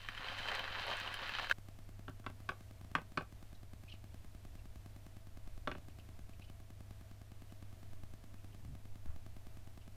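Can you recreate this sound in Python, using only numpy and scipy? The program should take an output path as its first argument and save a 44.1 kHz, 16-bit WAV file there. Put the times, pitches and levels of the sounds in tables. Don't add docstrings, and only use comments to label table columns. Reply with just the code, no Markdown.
import sys
import numpy as np
from scipy import signal
from scipy.fft import rfft, irfft, next_fast_len
from scipy.io import wavfile
from scipy.ndimage import map_coordinates

SR = 44100
rng = np.random.default_rng(int(sys.argv[2]) if len(sys.argv) > 2 else 0)


def digitize_waveform(pressure):
    field = np.atleast_2d(pressure).T
    bounded = np.clip(field, -1, 1)
    quanta = np.round(bounded * 32767).astype(np.int16)
    wavfile.write(sys.argv[1], SR, quanta)


N = 439223

# (time [s], crunch level [dB], low grind relative to the crunch [dB])
CRANK = [(0, -61.5, -17), (.13, -58.5, -8), (.18, -53.5, -8), (.25, -51, -6.5), (.47, -52, -4.5),
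         (.575, -47, -3), (.65, -52.5, -6), (.77, -49, -1.5), (1.0, -51, -2), (1.26, -50.5, -10),
         (1.42, -51.5, -4.5), (1.482, -60, -8), (1.53, -49, -7)]
# (time [s], strength [dB], ring pitch [Hz], low part relative to it [dB])
CRACKS = [(0.0474, -40, 3100, -14), (0.0867, -25.5, 2540, -21), (0.1184, -41, 1540, -12),
          (0.149, -35, 2980, -25), (0.177, -32, 3100, -25), (0.2443, -32, 3030, -7.5),
          (0.2857, -32, 3090, -23), (0.456, -31, 1470, -28), (0.4855, -25.5, 3000, -20),
          (0.5164, -27, 1550, -8), (0.5937, -25, 3080, -18), (0.6776, -32.5, 1650, -25),
          (0.7265, -33, 1710, -14), (0.9133, -30, 1570, -19), (0.9995, -35, 1530, -19),
          (1.0753, -28, 2890, -11), (1.128, -40, 1600, -26), (1.141, -29, 3070, -23),
          (1.1904, -29, 1530, -15), (1.2321, -39, 1600, -23), (1.293, -26.5, 2700, -16),
          (1.35, -28, 3140, -17), (1.3857, -26, 1320, -19), (1.3963, -25, 1710, -11),
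          (1.4441, -28, 2290, -24), (1.4705, -32, 1550, -11), (1.4976, -20.5, 1640, -15),
          (1.512, -12.5, 1550, -21)]
# (time [s], strength [dB], pitch [Hz])
TICKS = [(0.1481, -58, 7030), (0.388, -50, 7730), (0.4898, -52, 7510), (0.5172, -49, 7240),
         (0.552, -45, 7240), (0.5935, -49, 14700), (0.8674, -50, 10300), (0.97, -49, 8470),
         (1.0005, -42, 7090), (1.1278, -56, 7830), (1.1422, -43.5, 10700), (1.497, -45, 13700)]
# (frequency [Hz], density [dB per Hz])
BURRS = [(530, -19.5), (900, -4.5), (1670, 4), (2270, -3), (3020, -1), (3320, -7), (4010, -4), (7000, -36),
         (9100, -78), (15400, -120)]
# (frequency [Hz], density [dB per Hz])
GRIND = [(150, -38.5), (250, -12), (280, -15), (618, -1.5), (1200, -2.5), (1560, -44), (2640, -120)]
# (frequency [Hz], density [dB per Hz])
SCRAPE = [(3240, -16), (5500, -0.5), (8870, -9.5), (12900, -14.5), (14700, -9), (15600, -14), (16000, -33)]
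# (frequency [Hz], width [Hz], lift [dB])
BARREL = [(1650, 220, -0.5), (2560, 50, 4), (3120, 71, 9), (4150, 120, 0.5), (4830, 75, 7),
          (5950, 220, 6.5)]
# (time [s], strength [dB], thump relative to it [dB], dull knock relative to it [dB],
# flight to the bounce [s], loss in the bounce [dB])
TAPS = [(2.081, -40, -10, -10, .037, 30), (2.242, -53, -14, -14, .03, 30),
        (2.2638, -32.5, -13, -19.5, .037, 21), (2.4899, -24, -20.5, -22, 0.028, 22),
        (2.9514, -20, -21.5, -23.5, 0.033, 18), (3.174, -23, -16, -16.5, .0349, 16.5),
        (5.6738, -28.5, -12, -12, 0.018, 18), (5.7144, -33, -12.5, -14, .0366, 7.5)]
# (frequency [Hz], relative level [dB], t60 [s])
SHELL = [(1145, 3, 0.07), (1330, 7, 0.023), (1505, 5, 0.04), (1735, -22, 0.045), (2280, -20, 0.028),
         (2520, -5.5, 0.026), (2855, -6, 0.032), (3510, -7, 0.027), (4170, -15, 0.021)]
# (frequency [Hz], relative level [dB], t60 [s])
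PANEL = [(508, 6.5, 0.043), (590, 7.5, 0.052), (779, 9.5, 0.036), (854, 0.5, 0.036)]
# (frequency [Hz], relative level [dB], t60 [s])
HOLLOW = [(163, -1.5, 0.11), (259, 6.5, 0.048), (374.5, 3.5, .05)]
# (frequency [Hz], density [dB per Hz])
CLACK = [(300, -41), (700, -9.5), (1300, 2.5), (1900, -8), (2600, -5), (5000, -52.5)]
# (frequency [Hz], density [dB per Hz])
SNAP = [(1060, -24), (1800, -23.5), (3010, -5), (5810, -21), (6460, -26.5), (9050, -29.5), (15000, -46)]
# (time [s], strength [dB], pitch [Hz])
CHINKS = [(3.553, -68, 3800), (3.887, -60, 2500), (3.899, -55.5, 2950), (3.924, -52, 2840),
          (3.949, -62, 2650), (4.18, -69, 2810), (4.594, -66, 2680), (5.77, -64, 2750), (5.901, -69, 2700),
          (5.998, -61.5, 2820), (6.31, -72, 2830), (6.334, -65, 2640), (6.423, -58, 2700),
          (6.448, -62.5, 3050), (6.487, -65, 2750), (7.41, -71, 2740), (7.5, -71, 2790), (8.387, -70, 2680),
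          (8.53, -68, 2900), (9.82, -67, 2820)]
# (time [s], strength [dB], pitch [Hz], length [s], width [share of pitch])
THUDS = [(8.69, -48, 68, 0.084, 0.22), (8.705, -50.5, 146, 0.055, .25), (9.11, -45.5, 66, 0.11, 0.31),
         (11, -50, 163, 0.08, 0.2), (9.1, -66.5, 1100, .07, 1)]
# (time [s], level [dB])
SWAY = [(0.0, -74), (0.08, -54), (3.05, -62.5), (5.52, -50), (6.55, -62.5), (8.07, -46), (8.71, -55),
        (9.04, -40), (9.96, -56)]
# (frequency [Hz], level before the cut [dB], level after it [dB], depth of waver [dB])
HUM = [(100.15, -60.5, -58, 1.1), (73.2, -76, -65, 2.5), (18.2, -57, -62, 1.5), (27.3, -65.5, -68.5, -8),
       (61.3, -80, -71, 7), (49.5, -68, -67.5, 4)]
# (frequency [Hz], density [dB per Hz])
RUMBLE = [(8.2, -42), (14, -4), (53, -3.8), (104, -5), (147, -14), (270, -15.5), (420, -25), (550, -67),
          (920, -120)]
# (before the cut [dB], after it [dB])
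RUMBLE_DB = (-64.5, -62)
# (frequency [Hz], density [dB per Hz])
HISS = [(250, -7), (450, 3.5), (590, 4), (655, 11), (730, 3.5), (900, 1), (1200, -1), (2100, -2.5),
        (5000, -7.5), (10000, -10.5), (15000, -11.5), (15400, -30)]
# (before the cut [dB], after it [dB])
BEACON_DB = (-50, -47)
# (frequency [Hz], t60 [s])
ROOM = [(200, 0.2), (1500, 0.14), (5000, 0.15), (12000, 0.16)]

CUT_S = 1.526
TOP_HZ = 16400

SPLIT_HZ = 2300
UPPER_DB, BRIGHT_DB = 2, -19
FULL_DB, EASES = -50, 0.55
TURN_S, PUSH_S, PUSH_DB = 0.505, 0.43, 2
CRACK_BLOW_T60_S, CRACK_RING_T60_S = 0.0206, 0.02
UPPER_LAGS = 0.3
CRACK_BRIGHT_DB = -32.5

BEACON_S, BURST_S = .1024, .00212
FIRST_S = (.0925, 1.58366)
STRAY_S = 2.8465

SNAP_DB, SNAP_FADES = -14.5, .8
DAMPED_S = (.1, 0.043)
THUMP_KEEPS, KNOCK_KEEPS = 0.17, 1
KNOCK_TOP_DB = -3
CHINK_S, CHINK_WIDTH = 0.011, 0.16

T = np.arange(N) / SR
AFTER = T >= CUT_S


def amp(db):
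    return 10 ** (np.asarray(db) / 20)


def unit(x):
    return x / np.sqrt(np.mean(x ** 2) + 1e-20)


def along(points, hz):
    f, v = np.transpose(points)
    return np.interp(np.log(hz + 1), np.log(f + 1), v)


def curves(rows):
    s, *cols = np.transpose(rows)
    return [np.interp(T, s, c) for c in cols]


def wobble(rate):
    knots = rng.standard_normal(int(N * rate / SR) + 4)
    return map_coordinates(knots, [T * rate])


def coloured(x, db_of):
    size = 2 ** 15
    level = amp(db_of(np.fft.rfftfreq(size, 1 / SR)))
    cepstrum = irfft(np.log(level + 1e-6), size)
    cepstrum[1:size // 2] *= 2
    cepstrum[size // 2 + 1:] = 0
    kernel = irfft(np.exp(rfft(cepstrum)), size)
    return signal.fftconvolve(x, kernel / np.linalg.norm(kernel))[:len(x)]


def add(track, s, sound):
    part = track[..., round(s * SR):][..., :sound.shape[-1]]
    part += sound[..., :part.shape[-1]]


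def ring(modes, t, scatter_db):
    out = 0
    for hz, db, t60 in modes:
        strike_db = db + rng.normal(0, scatter_db)
        out = out + amp(strike_db - 60 * t / t60) * np.sin(2 * np.pi * hz * t)
    return out


def room(x, wet_db):
    hz, t, z = signal.stft(rng.standard_normal(SR // 3), SR, nperseg=256)
    decay = amp(-60 * t / along(ROOM, hz)[:, None])
    tail = signal.istft(z * decay, SR, nperseg=256)[1]
    late = np.pad(x, (130, 0))
    return x + amp(wet_db) * signal.fftconvolve(late, tail / np.linalg.norm(tail))[:len(x)]


def background():
    def noise(points):
        return unit(coloured(rng.standard_normal(N), lambda f: along(points, f)))

    hum = np.zeros(N)
    for hz, before, after, waver in HUM:
        level_db = np.where(AFTER, after, before) + waver * wobble(2.7)
        hum += amp(level_db) * np.sqrt(2) * np.sin(2 * np.pi * (hz * T + rng.random()))
    before, after = RUMBLE_DB
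    rumble = amp(np.where(AFTER, after, before) + 1.5 * wobble(2.92)) * noise(RUMBLE)
    sway = amp(curves(SWAY)[0]) * noise([(1, -23.0), (4, 1.5), (9, -8.5), (16, -23), (40, -84)])
    hiss = amp(-68.5 + 0.56 * wobble(6)) * noise([*HISS, (16500, -60)])
    return hum + rumble + sway + hiss


def grit(rate, spread_db, smooth):
    moments = rng.random(N) < rate / SR
    sizes = amp(spread_db * np.minimum(rng.exponential(size=N), 3.5))
    hits = moments * sizes * rng.standard_normal(N)
    share = np.clip(smooth, 0, 1)
    return np.sqrt(1 - share) * unit(hits) + np.sqrt(share) * rng.standard_normal(N)


def chips(rate, centre_hz, cycles, spread_db):
    rows = rng.random((round(rate * CUT_S), 3))
    moment, pitch, size = rows[:, :1], rows[:, 1:2], rows[:, 2:]
    hz = centre_hz * np.exp(1.48 * (pitch - .5))
    t = np.arange(300) / SR
    strength = amp(-spread_db * np.log(size + .02))
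    rings = strength * np.exp(-t * hz / cycles) * np.sin(2 * np.pi * hz * t)
    at = (moment * CUT_S * SR).astype(int) + np.arange(300)
    out = np.bincount(at.ravel(), rings.ravel(), N)
    return out / np.std(out[~AFTER])


def crank_force(crunch_db, low_db):
    bright_db = BRIGHT_DB + EASES * (FULL_DB - crunch_db)
    push_db = PUSH_DB * np.cos(2 * np.pi * (T - PUSH_S) / TURN_S)
    clumps = wobble(44.95)
    splinters = grit(1800, spread_db=2.0, smooth=0.34)
    lower = amp(crunch_db - 0.5 + 0.65 * clumps + 1.1 * wobble(25.0)) * splinters
    upper = amp(crunch_db + UPPER_DB + push_db + 1.44 * clumps + 0.96 * wobble(24.94)) * splinters
    grind_db = crunch_db + low_db + 1.8 * clumps + 4.0 * wobble(24.8)
    grind = amp(grind_db) * grit(900, spread_db=3.5, smooth=0.39)
    scrape_db = crunch_db + bright_db + push_db + 2.2 * clumps
    scrape = amp(scrape_db) * grit(2500, spread_db=1.0, smooth=0.41)
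    return np.array([lower, upper, grind, scrape])


def add_cracks(force, rings):
    t = np.arange(2000) / SR
    for s, db, hz, low in CRACKS:
        split = rng.standard_normal((4, len(t))) * amp(-60 * t / CRACK_BLOW_T60_S)
        split[:, 0] += 3.5
        upper = -14.5 - UPPER_LAGS * (db + 27.5)
        parts_db = np.array([[-12.], [upper], [low - 3.], [CRACK_BRIGHT_DB]])
        add(force, s, split * amp(db + parts_db))
        tone = ring([(hz, 0, CRACK_RING_T60_S)], t, scatter_db=2.0)
        add(rings, s, amp(db - 7.5) * tone * (1 - np.exp(-t / 0.00042)))


def add_ticks(force, rings):
    t = np.arange(2000) / SR
    for s, db, hz in TICKS:
        modes = [(hz, 0, .006), (0.9 * hz, -4, .004), (1.1 * hz, -5, .004)]
        add(rings, s, amp(db - 2.5) * ring(modes, t, scatter_db=0.0))
        add(force[3], s, amp(db - 7.5 - 60 * t / 0.013) * rng.standard_normal(len(t)))


def barrel(f):
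    lifts = sum(db / (1 + (2 * (f - hz) / width) ** 2) for hz, width, db in BARREL)
    return along(BURRS, f) + lifts


def grinder():
    crunch_db, low_db = curves(CRANK)
    force = crank_force(crunch_db, low_db)
    rings = amp(crunch_db - 5.5) * chips(500, centre_hz=1970, cycles=2.4, spread_db=4.0)
    add_cracks(force, rings)
    add_ticks(force, rings)
    colours = (lambda f: barrel(f) - 10 * np.log10(1 + (f / SPLIT_HZ) ** 8),
               lambda f: barrel(f) - 10 * np.log10(1 + (SPLIT_HZ / (f + 1)) ** 8),
               lambda f: along(GRIND, f),
               lambda f: along(SCRAPE, f))
    driven = sum(coloured(x, colour) for x, colour in zip(force, colours))
    return room(driven + rings, wet_db=-11.0) * ~AFTER


def beacon():
    def settle(u):
        turn = 2 * np.pi * 183.5 * u
        return -1 + np.exp(-u / .00093) * (4.04 * np.sin(turn) + .3 * np.cos(turn))

    def step(u):
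        spike = 0.32 * np.exp(-np.abs(u) / .0001)
        return (u >= 0) * (settle(u - .00004) - spike)

    t = np.arange(SR // 50) / SR
    out = np.zeros(N)
    before = np.arange(FIRST_S[0], CUT_S, BEACON_S)
    after = np.arange(FIRST_S[1], N / SR, BEACON_S)
    for s in np.r_[before, after, STRAY_S]:
        gain = amp(BEACON_DB[int(s >= CUT_S)] + rng.normal(0, 0.96))
        add(out, s, gain * (step(t) - step(t - BURST_S)))
    return out


def contacts():
    out = []
    for s, db, thump, knock, flight, loss in TAPS:
        for bounce in range(2):
            lost = bounce * loss
            out.append((s + bounce * flight, db - lost, thump + THUMP_KEEPS * lost,
                        min(knock + KNOCK_KEEPS * lost, KNOCK_TOP_DB),
                        SNAP_DB - SNAP_FADES * lost, DAMPED_S[bounce]))
    return out


def taps():
    t = np.arange(SR // 3) / SR

    def swell(rise):
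        return 1 - np.exp(-t / rise)

    def burst(t60, rise, points):
        noise = rng.standard_normal(len(t)) * amp(-60 * t / t60) * swell(rise)
        return coloured(noise, lambda f: along(points, f))

    out = np.zeros(N)
    for s, db, thump, knock, snap, damped in contacts():
        shell = ring(SHELL, t, scatter_db=1.0) * swell(0.00087)
        panel = ring(PANEL, t, scatter_db=2.5) * swell(0.0021)
        cavity = ring(HOLLOW, t, scatter_db=3.0) * swell(0.0016)
        body = amp(-9) * shell + amp(knock) * panel
        body += amp(-5.5) * burst(0.046, 0.00047, CLACK)
        body += amp(snap) * burst(0.027, 0.00018, SNAP)
        contact = body * amp(-60 * t / damped) + amp(thump + 0.6) * cavity
        add(out, s, room(amp(db) * contact, wet_db=-8.5))
    return out


def puffs(table, overtone_db):
    lead = .08
    out, t = np.zeros(N), np.arange(SR // 4) / SR - lead
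    for s, db, hz, length, width in table:
        def band(f):
            main = -12 * np.log2(1 + ((f - hz) / (width * hz)) ** 2)
            overtone = overtone_db - 9 * np.log2(1 + ((f - 1.44 * hz) / (0.39 * hz)) ** 2)
            return np.maximum(main, overtone)

        swell = np.exp(-.5 * (2 * t / length) ** 2)
        add(out, s - lead, amp(db - 2) * swell * coloured(rng.standard_normal(len(t)), band))
    return out


def chinks():
    rows = [(*row, CHINK_S, CHINK_WIDTH) for row in CHINKS]
    return room(puffs(rows, overtone_db=-12.5), wet_db=-7)


def thuds():
    return puffs(THUDS, overtone_db=-9)


def scene():
    return (background() + grinder() + beacon() + taps() + chinks() + thuds())[None]


def record(dry):
    size = next_fast_len(N + SR // 2)
    keeps = np.fft.rfftfreq(size, 1 / SR) < TOP_HZ
    return irfft(rfft(dry, size) * keeps, size)[..., :N]


dry = scene()
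out = record(dry)
digitize_waveform(out)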